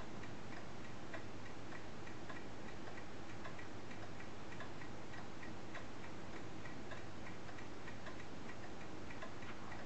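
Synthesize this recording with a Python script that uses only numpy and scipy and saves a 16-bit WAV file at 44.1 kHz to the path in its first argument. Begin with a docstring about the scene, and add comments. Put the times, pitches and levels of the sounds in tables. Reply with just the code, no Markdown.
"""A wooden pendulum wall clock beats a strong tick and a softer tock in a quiet room.
A smaller, quicker clock ticks nearby with a thin ring, drifting in and out of step with it.
Each beat is an escapement tooth sliding off one pallet and the wheel landing on the other,
ringing movement and case. Under both lie room noise, hiss and a faint hum;
near the end something brushes softly."""
import sys
import numpy as np
from scipy import signal
from scipy.fft import rfft, irfft, next_fast_len
from scipy.io import wavfile

SR = 44100
rng = np.random.default_rng(int(sys.argv[2]) if len(sys.argv) > 2 else 0)


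def int16_out(signal):
    """Quantize to a 16-bit WAV file."""
    q = np.round(np.clip(np.atleast_2d(signal).T, -1, 1) * 32767)
    wavfile.write(sys.argv[1], SR, q.astype(np.int16))


N = 434385


def gain_of(db):
    """Decibels to amplitude."""
    return 10 ** (np.asarray(db) / 20)


def unit_rms(x):
    """Scale to rms 1."""
    return x / np.sqrt(np.mean(x ** 2) + 1e-20)


def curve_at(points, hz):
    """Interpolate (freq_hz, value) rows over log frequency."""
    freq_hz, value = np.transpose(points)
    return np.interp(np.log(hz + 1), np.log(freq_hz + 1), value)


def coloured(x, spectrum):
    """Filter by (freq_hz, gain_db) rows."""
    size = next_fast_len(len(x))
    response = gain_of(curve_at(spectrum, np.fft.rfftfreq(size, 1 / SR)))
    return irfft(rfft(x, size) * response, size)[:len(x)]


def drift(max_hz):
    """Slow random wander, rms 1."""
    t = np.arange(N) / SR
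    rates_hz = max_hz * rng.random(size=8)
    return unit_rms(sum(np.sin(2 * np.pi * (hz * t + rng.random())) for hz in rates_hz))


def add(mix, start_s, sound):
    """Mix in a sound, cropped at both ends of the mix."""
    start = round(start_s * SR)
    sound = sound[max(-start, 0):]
    part = mix[max(start, 0):][:len(sound)]
    part += sound[:len(part)]


def room_noise(level_db=-52.5):
    """Steady, dull room noise thinning into hiss."""
    # noise floor: freq_hz, density_db
    spectrum = [(20, -8), (70, -5.5), (140, -1), (245, 0), (285, -2), (320, 2), (380, -3.5), (500, -6),
                (1000, -10), (1600, -13.5), (2400, -17.5), (3200, -21), (4800, -24.5), (7100, -27.5)]
    return gain_of(level_db) * unit_rms(coloured(rng.standard_normal(N), spectrum))


def mains_hum(swell_db=0.3):
    """Faint mains and appliance tones, wavering in pitch and level."""
    # tones: pitch_hz, rms_db, waver_hz
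    tones = [(55, -70.5, 1.8), (100, -63, 1.1), (120, -73, .8), (627, -78, .5), (797, -71, .6),
             (4388, -90, .4), (6666, -93.5, .3)]
    out = np.zeros(N)
    for pitch_hz, rms_db, waver_hz in tones:
        amplitude = np.sqrt(2) * gain_of(rms_db + swell_db * drift(max_hz=.6))
        cycles = np.cumsum(pitch_hz + waver_hz * drift(max_hz=3)) / SR
        out += amplitude * np.sin(2 * np.pi * cycles)
    return out


def brush(sag_oct_per_s=5.3):
    """Rubbing noise in one broad resonance that sinks as each stroke swells and fades."""
    # strokes: middle_s, half_length_s, level_db, centre_hz, width_oct
    strokes = [(9.495, 0.032, -53, 1460, 0.73), (9.682, 0.11, -57, 925, 0.35),
               (9.83, 0.055, -59.5, 650, 0.98)]
    hz, t, noise = signal.stft(rng.standard_normal(N), SR, nperseg=512)
    mask = 0
    for middle_s, half_s, level_db, centre_hz, width_oct in strokes:
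        sag_oct = sag_oct_per_s * np.clip(t - middle_s, -2 * half_s, 2 * half_s)
        offset_oct = np.log2((hz[:, None] + 1) / centre_hz) + sag_oct
        band = np.exp(-.5 * (offset_oct / width_oct) ** 2)
        band /= np.sqrt(np.mean(band ** 2, 0))
        swell = np.exp(-((t - middle_s) / half_s) ** 2)
        mask += gain_of(level_db) * swell * band
    return signal.istft(noise * mask, SR, nperseg=512)[1][:N]


def room_echo(sound, gap_s):
    """Dense reflections fading in after a gap; the bass dies first."""
    # room decay: freq_hz, t60_s
    decay_times = [(300, 0.17), (2000, 0.32), (8000, 0.29)]
    hz, t, noise = signal.stft(rng.standard_normal(len(sound)), SR, nperseg=256)
    decay = gain_of(-60 * t / curve_at(decay_times, hz)[:, None])
    tail = signal.istft(noise * decay, SR, nperseg=256)[1][:len(sound)]
    tail *= np.clip(np.arange(len(tail)) / SR / gap_s - 1, 0, 1)
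    return signal.fftconvolve(sound, tail / np.linalg.norm(tail))[:len(sound)]


def escapement(levels, period_s, first_s, limp_s_per_s, jitter_s, uneven_db=.25):
    """Two beats a period, their spacing slowly shifting. Rows: time_s, gain_db, pallet (0 tick, 1 tock)."""
    swing, pallet = np.divmod(np.arange(2 * int(N / SR / period_s + 1)), 2)
    late, strong = rng.standard_normal((len(swing), 2)).T
    time_s = np.take(first_s, pallet) + swing * period_s
    time_s += limp_s_per_s * time_s * (.5 - pallet) + jitter_s * late
    knot_s, tick_db, tock_db = np.transpose(levels)
    gain_db = np.where(pallet, np.interp(time_s, knot_s, tock_db), np.interp(time_s, knot_s, tick_db))
    gain_db += uneven_db * strong
    return np.column_stack([time_s, gain_db, pallet])[time_s < N / SR]


def clock(beats, modes, clatter, landing_db, landing_t60_s, slide_db, slide_s, rise_s, echo_db, gap_s):
    """A tooth slides off, the wheel lands, movement and case ring. 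Level pairs are (tick, tock)."""
    scatter_db, landing_rise_s = 1.0, 0.0029
    t = np.arange(-SR // 12, SR // 2) / SR  # landing at t = 0
    pitch_hz, t60_s, lag_s, *pallet_db = np.transpose(modes)[:, :, None]
    ring_age_s, landed_s = np.maximum(t - lag_s, 0), np.maximum(t, 0)
    attack = 1 - np.exp(-(ring_age_s / rise_s) ** 2)
    envelopes = attack * gain_of(np.array(pallet_db) - 60 * ring_age_s / t60_s)
    landing = gain_of(-60 * landed_s / landing_t60_s) * (1 - np.exp(-landed_s / landing_rise_s))
    sliding = np.exp(-abs(t) / slide_s)
    out = np.zeros(N)
    for time_s, gain_db, pallet in beats:
        side = round(pallet)
        scatter = gain_of(scatter_db * rng.standard_normal(pitch_hz.shape))  # no two teeth land alike
        partials = np.sin(2 * np.pi * (pitch_hz * t + rng.random(pitch_hz.shape)))
        ring = (envelopes[side] * scatter * partials).sum(0)
        rattle = unit_rms(coloured(rng.standard_normal(len(t)), clatter))
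        rattle *= gain_of(landing_db[side]) * landing + gain_of(slide_db[side]) * sliding
        beat = gain_of(gain_db) * (ring + rattle)
        add(out, time_s + t[0], beat + gain_of(echo_db) * room_echo(beat, gap_s))
    return out


def small_clock():
    """Quick, slightly limping ticks; plates and shell ring thinly."""
    # plate and shell modes: pitch_hz, t60_s, lag_s, tick_db, tock_db
    modes = [(921, 0.11, .001, -62, -55), (1025, .07, 0.0013, -60, -51), (1536, 0.11, 0.0018, -61.5, -57),
             (1884, .06, 0.0059, -54, -49.5), (1927, 0.071, 0.0035, -49, -42.5),
             (2054, 0.025, 0.0017, -57.5, -53.5), (2325, 0.13, 0.0045, -60, -55.5),
             (2394, 0.088, 0.0018, -56, -52.5), (2664, 0.056, .001, -59.5, -61),
             (2880, .05, 0.00092, -62, -70), (3870, 0.067, .001, -59, -67), (5280, 0.071, .001, -75, -68),
             (6140, 0.049, 0.0011, -63, -75), (7080, .05, .001, -66.5, -73)]
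    # escapement clatter: freq_hz, density_db
    clatter = [(400, -17), (1000, -4.5), (1500, -3), (2200, 1.5), (3200, -15), (4100, -14), (5500, -22.5),
               (7500, -17.5)]
    # beat strength: time_s, tick_db, tock_db
    levels = [(0.2, 1.5, -0.5), (1.1, -1.5, -3), (3.0, 1.5, -2.5), (7.3, 1, -1), (9.8, -1.5, -1)]
    beats = escapement(levels, period_s=0.61282, first_s=(0.2285, 0.5205),
                       limp_s_per_s=-.0001, jitter_s=.0004)
    return clock(beats, modes, clatter, landing_db=(-53.5, -52), landing_t60_s=0.074,
                 slide_db=(-68, -60), slide_s=.03, rise_s=0.0024, echo_db=-6.5, gap_s=0.011)


def wall_clock():
    """Slow pendulum tick-tock; the wooden panels answer after the movement."""
    # movement and case modes: pitch_hz, t60_s, lag_s, tick_db, tock_db
    modes = [(596, 0.083, .009, -49.5, -54.5), (654.6, 0.085, .009, -43, -53.5),
             (714.4, 0.081, 0.0083, -48, -47), (1030, 0.15, .008, -48, -59.5),
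             (1094, 0.09, 0.006, -49, -52.5), (1316, 0.042, 0.0061, -61.5, -56),
             (1560, 0.079, 0.0012, -51.5, -51), (1671, 0.08, 0.0012, -46, -54),
             (1782, 0.079, 0.002, -52, -52.5), (1898, .08, 0.0045, -54.5, -56),
             (1985, 0.13, 0.0018, -54.5, -63), (2630, 0.071, .001, -56, -68), (2740, 0.099, .001, -62, -72),
             (3465, .16, .001, -60.5, -77), (3690, 0.13, 0.0011, -62.5, -71.5),
             (3900, .09, .001, -59.5, -74), (5010, 0.06, .001, -71.5, -58.5),
             (5300, 0.07, .001, -70, -68.5), (7100, 0.053, .001, -72, -80)]
    # wheel-train clatter: freq_hz, density_db
    clatter = [(250, -17.5), (650, -4.5), (1200, -1.5), (1750, 1.5), (2300, -9), (3100, -13), (3700, -8.5),
               (4500, -19), (7500, -19.5)]
    # beat strength: time_s, tick_db, tock_db
    levels = [(0, -3, -1), (4.6, -1.5, -0.9), (9.8, -0.6, -2.3)]
    beats = escapement(levels, period_s=1.1536, first_s=(-0.0155, 0.5635),
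                       limp_s_per_s=.001, jitter_s=.0005)
    return clock(beats, modes, clatter, landing_db=(-51, -56.5), landing_t60_s=0.15,
                 slide_db=(-57, -62), slide_s=.008, rise_s=0.0016, echo_db=-7.5, gap_s=0.01)


def scene():
    """Both clocks over the quiet room, mono."""
    return (wall_clock() + small_clock() + room_noise() + mains_hum() + brush())[None]


def record(dry):
    """Treble roll-off, steep low-pass, small DC offset."""
    # treble roll-off: freq_hz, gain_db
    roll_off = [(7100, 0), (7600, -4), (8000, -6.5), (8300, -13.5), (8600, -21), (8900, -29)]
    cutoff_hz, dc_offset = 8900, .0072
    dull = coloured(dry[0], roll_off)
    low_pass = signal.firwin(511, cutoff_hz, window=("kaiser", 9), fs=SR)
    return dc_offset + signal.oaconvolve(dull, low_pass, "same")[None]


dry = scene()
out = record(dry)
int16_out(out)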